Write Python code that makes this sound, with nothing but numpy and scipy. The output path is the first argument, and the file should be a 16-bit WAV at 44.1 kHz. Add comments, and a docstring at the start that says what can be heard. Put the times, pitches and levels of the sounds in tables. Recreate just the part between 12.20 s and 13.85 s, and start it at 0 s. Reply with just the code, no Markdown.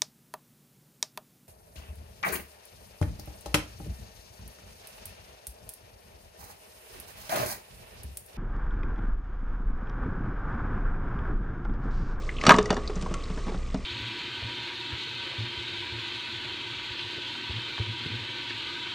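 """A fizzy drink poured from a thin plastic bottle into a glass, close to a nearly mono microphone, small room.
A few bubbles pop first. From 0.24 s the bottle wall buckles in a loud run of cracks as stream and foam swell.
From 0.7 s the drink glugs and splashes softly, bubbles burst and foam fizzes; ice taps the glass at 0.94 s.
A last soft crack and glug come near 1.55 s. A low machine throb and mains hum lie underneath throughout."""
import sys
import numpy as np
from scipy import signal
from scipy.io import wavfile
from scipy.ndimage import uniform_filter1d

SR = 44100
rng = np.random.default_rng(int(sys.argv[2]) if len(sys.argv) > 2 else 0)


def unload_audio(sound):
    """Save the sound as a 16-bit wav file, at the path given as the first command line argument."""
    columns = np.transpose(np.atleast_2d(sound))
    # keep every value between -1 and 1, then stretch to whole-number steps
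    steps = np.round(np.clip(columns, -1, 1) * 32767)
    wavfile.write(sys.argv[1], SR, steps.astype(np.int16))


N = 72765
RISE_S = 0.00048  # attack of cracks, ticks and spits
LEFT_RIGHT = np.array([[1], [-1]])


def undb(db):
    """Decibels to gain."""
    return 10 ** (np.asarray(db) / 20)


def unit(x):
    """Scale to rms 1."""
    return x / np.sqrt(np.mean(x ** 2))


def band(x, lo_hz, hi_hz, order=2):
    """Band-pass filter."""
    return signal.sosfilt(signal.butter(order, [lo_hz, hi_hz], "band", fs=SR, output="sos"), x)


def colour(x, points):
    """Shape a sound by (f/Hz, level/dB) points; rms 1."""
    hz, db = np.array(points).T
    f = np.maximum(np.fft.rfftfreq(N, 1 / SR), 1)
    gain = undb(np.interp(np.log(f), np.log(hz), db))
    return unit(np.fft.irfft(np.fft.rfft(x) * gain, N))


def noise():
    """White noise."""
    return rng.standard_normal(N)


def grit(count):
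    """Noise broken into half-millisecond grains of uneven size."""
    k = int(0.0005 * SR)
    grain_db = 5 * np.clip(rng.standard_normal(count // k + 1), -2, 2)
    return rng.standard_normal(count) * np.repeat(undb(grain_db), k)[:count]


def walk(rate_hz):
    """Smooth random drift; rms 1."""
    k = int(SR / rate_hz)
    steps = np.repeat(noise()[:N // k + 1], k)
    return unit(uniform_filter1d(uniform_filter1d(steps, k), k)[:N])


def since(start):
    """Seconds since a moment, zero before it."""
    return np.maximum(np.arange(N) / SR - start, 0)


def fade(t, rise_s, t60):
    """Quick rise and exponential decay."""
    return (1 - np.exp(-t / rise_s)) * np.exp(-np.log(1000) * t / t60)


def ring(t, hz, t60, rise_s=RISE_S, glide=0):
    """A fading sine whose pitch may rise as it fades."""
    return fade(t, rise_s, t60) * np.sin(2 * np.pi * hz * (t + glide * t * t / (2 * t60)))


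def add(out, start, x):
    """Mix a sound in at a time."""
    i = int(start * SR)
    out[i:i + len(x)] += x[:max(N - i, 0)]


# bottle wall buckling at the microphone: t/s, bass/dB, body/dB, snap/dB, snap f/Hz, panel f/Hz, panel/dB
WALL_CRACKS = [(0.237, -22.5, -23.5, -23.5, 2770, 1176, -19), (0.2524, -24, -25, -27, 7000, 1210, -22),
               (0.2659, -12.5, -12.5, -5, 3400, 1223, -13), (.279, -9.5, -28, -36, 3020, 189, -10),
               (0.2924, -10.5, -4, -9, 3080, 1586, -7.5), (0.3047, -9.5, -3, -14, 5800, 1661, -1),
               (0.3104, -26, -18, -15, 3000, 1227, -2.5), (0.3184, -19, -14.5, -19.5, 7000, 1116, -2),
               (0.3406, -21.5, -16.5, -21.5, 4330, 239, -8.5), (.385, -15, -18.5, -17, 3800, 427, -9),
               (0.457, -36.5, -34.5, -26, 5800, 1940, -26.5), (.504, -13.5, -21, -15, 3500, 182, -23),
               (.527, -19.5, -31.5, -31, 5800, 580, -18), (.566, -20, -29, -25.5, 3980, 1740, -25.5),
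               (1.544, -25, -39.5, -32.5, 4560, 207, -16)]
# ringing of the bottle: f/Hz, level/dB, t60/s
BOTTLE_MODES = [(195.3, 1.5, 0.1), (421.4, -2, 0.11), (628, -3.5, 0.078), (949, -1.5, 0.062),
                (1244, -3, 0.053), (2870, -11, 0.1), (3550, -7.5, 0.045), (3870, -12, 0.04),
                (4600, -6.5, 0.034), (5730, -6.5, 0.04)]
# bass, body and snap of a crack: low f/Hz, high f/Hz, crumple t60/s, crumple/dB, ring/dB
CRACK_REGISTERS = [(183, 814, 0.069, -3.5, -7), (747, 2180, 0.037, -1, -4), (2800, 8470, 0.022, -5.5, -8.5)]


def bottle_cracks():
    """Each buckle snaps one panel, crumples the wall around it and rings a new mix of bottle modes."""
    out, t = np.zeros(N), since(0)[:SR // 4]
    soften = signal.butter(1, 3570, fs=SR, output="sos")
    scatter_db, snap_spread = 2.5, 1.18
    for start, *levels, snap_hz, panel_hz, panel_db in WALL_CRACKS:
        for level_db, (lo, hi, t60, crumple_db, ring_db) in zip(levels, CRACK_REGISTERS):
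            modes = sum(undb(db + scatter_db * rng.standard_normal()) * ring(t, hz, mode_t60)
                        for hz, db, mode_t60 in BOTTLE_MODES if lo <= hz < hi)
            grains = signal.sosfilt(soften, grit(len(t)))
            snap = undb(-0.5) * band(grains, snap_hz / snap_spread, snap_hz * snap_spread, order=1)
            crumple = unit(band(grains + snap, lo, hi)) * fade(t, RISE_S, t60)
            add(out, start, undb(level_db) * (undb(crumple_db) * crumple + undb(ring_db) * modes))
        add(out, start, undb(panel_db) * ring(t, panel_hz, t60=0.032))
    return out


# small creases in the wall, just as close: t/s, f/Hz, level/dB
CREASES = [(0.2125, 5000, -31), (.363, 5950, -27.5), (.411, 4300, -37), (.427, 5900, -36.5),
           (0.4959, 2170, -28), (0.543, 5660, -34)]


def crease_ticks():
    """Small creases give way one by one, each with its own pitch."""
    out, t = np.zeros(N), since(0)[:SR // 20]
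    for start, hz, db in CREASES:
        grains = unit(band(grit(len(t)), hz / 1.25, hz * 1.25))
        add(out, start, undb(db) * grains * fade(t, RISE_S, t60=0.019))
    return out


# air entering the bottle and plops in the glass: t/s, f/Hz, level/dB, splash/dB
GLUGS = [(0.696, 400, -20, -30), (.762, 174, -23, -33.5), (0.827, 178, -23, -35), (0.861, 1000, -17, -31),
         (0.909, 179.5, -25.5, -32.5), (1.099, 175, -23, -30.5), (1.174, 433, -34, -30.5),
         (1.319, 370, -24, -33.5), (1.267, 189, -24, -30), (1.280, 950, -20.5, -29.5),
         (1.293, 455, -22.5, -32), (1.342, 179, -25.5, -29.5), (1.552, 260.6, -20.5, -61)]
# spectrum of a splash: f/Hz, level/dB
SPLASH_SPECTRUM = [(100, -30), (300, 4.5), (1100, -5.5), (1700, -12.5), (9000, -36)]


def glugs():
    """Large air pockets ring low for about 16 cycles, each with a small splash."""
    out, t = np.zeros(N), since(0)[:SR // 4]
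    for start, hz, db, splash_db in GLUGS:
        splash = colour(noise(), SPLASH_SPECTRUM)[:len(t)] * fade(t, rise_s=0.0013, t60=0.063)
        pocket = ring(t, hz, t60=16.3 / hz, rise_s=0.0018, glide=0.043)
        add(out, start, undb(db) * pocket + undb(splash_db) * splash)
    return out


# single bubbles bursting near the microphone: t/s, f/Hz, level/dB
BUBBLES = [(0.0911, 2000, -20), (0.167, 2950, -31), (.185, 2600, -28.5), (0.2132, 2300, -22),
           (.676, 4430, -27.5), (0.756, 6230, -34.5), (1.0378, 4230, -34.5)]
# short spits of foam: t/s, level/dB
FOAM_SPITS = [(0.812, -37), (0.823, -34.5)]
# spectrum of spits, fizz and the ice's tick: f/Hz, level/dB
FIZZ_SPECTRUM = [(700, -1), (1500, 2.5), (5500, 0), (8000, -4), (10000, -14.5)]
BUBBLE_GLIDE = 0.11


def bubbles():
    """Each bubble bursts with a rough pop and a short rising ping; the foam spits twice."""
    out, t = np.zeros(N), since(0)[:SR // 10]
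    for start, hz, db in BUBBLES:
        pop = unit(band(noise()[:len(t)], hz / 1.143, hz * 1.143)) * fade(t, rise_s=1 / hz, t60=0.029)
        ping = ring(t, hz, t60=22.4 / hz, rise_s=1 / hz, glide=BUBBLE_GLIDE)
        add(out, start, undb(db) * (ping + undb(-4) * pop))
    spits = sum(undb(db) * fade(since(start), RISE_S, t60=0.031) for start, db in FOAM_SPITS)
    return out + colour(noise(), FIZZ_SPECTRUM) * spits


def fizz(bursts_per_s=1000, width=0.1):
    """Tiny bubbles burst over the smooth hiss of the foam, slightly spread in stereo."""
    bursts, t = np.zeros(N), since(0)[:SR // 50]
    for when, pitch, size, length in rng.random((int(bursts_per_s * N / SR), 4)):
        hz = 1800 * 2 ** (2.3 * pitch)
        db = -np.log(0.013 + size)  # a few stand out
        ping = ring(t, hz, t60=(6 + 30 * length) / hz, rise_s=1 / hz, glide=BUBBLE_GLIDE)
        add(bursts, when * N / SR, undb(db) * ping)
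    hiss = undb(-1.5) * colour(noise(), FIZZ_SPECTRUM)
    mid = unit(colour(bursts, FIZZ_SPECTRUM) + hiss)
    return mid + width * colour(noise(), FIZZ_SPECTRUM) * LEFT_RIGHT


# ringing after the tap of ice: f/Hz, level/dB, t60/s
ICE_MODES = [(1120, -2, 0.17), (1346, -4, 0.087), (2080, -8, 0.054)]


def ice_tap():
    """Ice taps the glass: a light tick and a short hollow ring."""
    t = since(0.94)
    tick = undb(-27) * colour(noise(), FIZZ_SPECTRUM) * fade(t, RISE_S, t60=0.023)
    return tick + undb(-30.5) * sum(undb(db) * ring(t, hz, t60) for hz, db, t60 in ICE_MODES)


# spectrum of the stream running into the glass: f/Hz, level/dB
STREAM_SPECTRUM = [(100, 1.5), (450, 3.5), (760, -9), (1550, -15.5), (3000, -61)]


def stream(flutter_db=0.5):
    """The stream churns unevenly."""
    return unit(colour(noise(), STREAM_SPECTRUM) * undb(flutter_db * walk(rate_hz=77)))


def glass_air(width_hz=54):
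    """The stream keeps two narrow resonances of the air in the glass ringing."""
    return sum(undb(db) * unit(band(noise(), hz - width_hz / 2, hz + width_hz / 2, order=1))
               for hz, db in [(1125, -8), (1228, -10.5)])


# three low resonances of the surroundings, one of the air in the glass: f/Hz, t60/s, level/dB
HOLLOWS = [(190.5, 0.18, 0), (247.4, 0.32, 1), (420.3, 0.27, 0.5), (1141, 0.25, -5)]


def hollows(x):
    """Narrow resonances hum on briefly after each knock."""
    t = since(0)[:SR // 2]
    response = 0
    for hz, t60, db in HOLLOWS:
        shape = fade(t, 0.0071, t60)
        response += 2 * undb(db) * shape / np.sum(shape) * np.cos(2 * np.pi * hz * t)
    return signal.fftconvolve(x, response)[:N]


# the small room, heard from beside the glass: low f/Hz, high f/Hz, t60/s, level/dB
ROOM_BANDS = [(161, 920, 0.26, -10.5), (670, 4500, 0.2, -14.5), (2480, 8200, 0.15, -15.5)]


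def room(x, delay_s=0.0038):
    """The room returns a short diffuse tail, longest in the bass."""
    t = since(delay_s)
    tail = 0
    for lo, hi, t60, db in ROOM_BANDS:
        shape = fade(t, 0.0013, t60)
        tail += undb(db) * band(noise(), lo, hi) * shape / np.sqrt(np.sum(shape ** 2))
    return signal.fftconvolve(x, tail)[:N]


# machine and mains hum in the room: f/Hz, level/dB
HUM_TONES = [(25, -34), (60, -39), (122, -51)]
# spectrum of the room's air: f/Hz, level/dB
AIR_SPECTRUM = [(20, -13.5), (110, 9), (900, -19.5), (3000, -27.5), (10000, -86)]


def room_tone(waver_db=0.8, throb_hz=33.1):
    """Wavering hum, an octave-wide machine throb and the air of the room."""
    t, hum = since(0), 0
    for hz, db in HUM_TONES:
        amplitude = np.sqrt(2) * undb(db - waver_db * walk(rate_hz=6.2))
        hum += amplitude * np.sin(2 * np.pi * (hz * t + rng.random()))
    throb = undb(-39) * unit(band(noise(), throb_hz / np.sqrt(2), throb_hz * np.sqrt(2)))
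    return hum + throb + undb(-45) * colour(noise(), AIR_SPECTRUM)


# course of the pour at the microphone: t/s, fizz level/dB, stream level/dB
POUR_LEVELS = [(.19, -52, -44), (.3, -33.5, -25), (0.429, -52.5, -36), (0.621, -52, -43), (.9, -51.5, -42),
               (1.2, -49.5, -45.5), (1.5, -52.5, -49)]


def scene():
    """Bottle and glass close up, the room behind them, almost everything in the centre."""
    times, fizz_db, stream_db = np.array(POUR_LEVELS).T
    fizz_gain = undb(np.interp(since(0), times, fizz_db))
    stream_gain = undb(np.interp(since(0), times, stream_db))
    low_cut = signal.butter(3, 99, "high", fs=SR, output="sos")  # the close sounds carry little deep bass
    near = signal.sosfilt(low_cut, bottle_cracks() + crease_ticks() + ice_tap() + glugs() + bubbles())
    mid = near + hollows(near) + room(near) + stream_gain * (stream() + glass_air()) + room_tone()
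    side = 0.068 * room(near) + undb(-24) * room_tone()
    return mid + side * LEFT_RIGHT + fizz_gain * fizz()


def record(dry, lead_s=9e-6, top_hz=9600, spike_top_hz=15400):
    """The left channel is a hair early; the loudest cracks clip into bright spikes above a narrow band."""
    skewed = dry + lead_s * SR / 2 * np.gradient(dry, axis=1) * LEFT_RIGHT
    narrow = signal.ellip(8, 0.2, 76, top_hz, fs=SR, output="sos")
    clipped = np.clip(signal.sosfilt(narrow, skewed), -0.95, 0.95)
    return signal.sosfilt(signal.ellip(8, 0.2, 76, spike_top_hz, fs=SR, output="sos"), clipped)


dry = scene()
out = record(dry)
unload_audio(out)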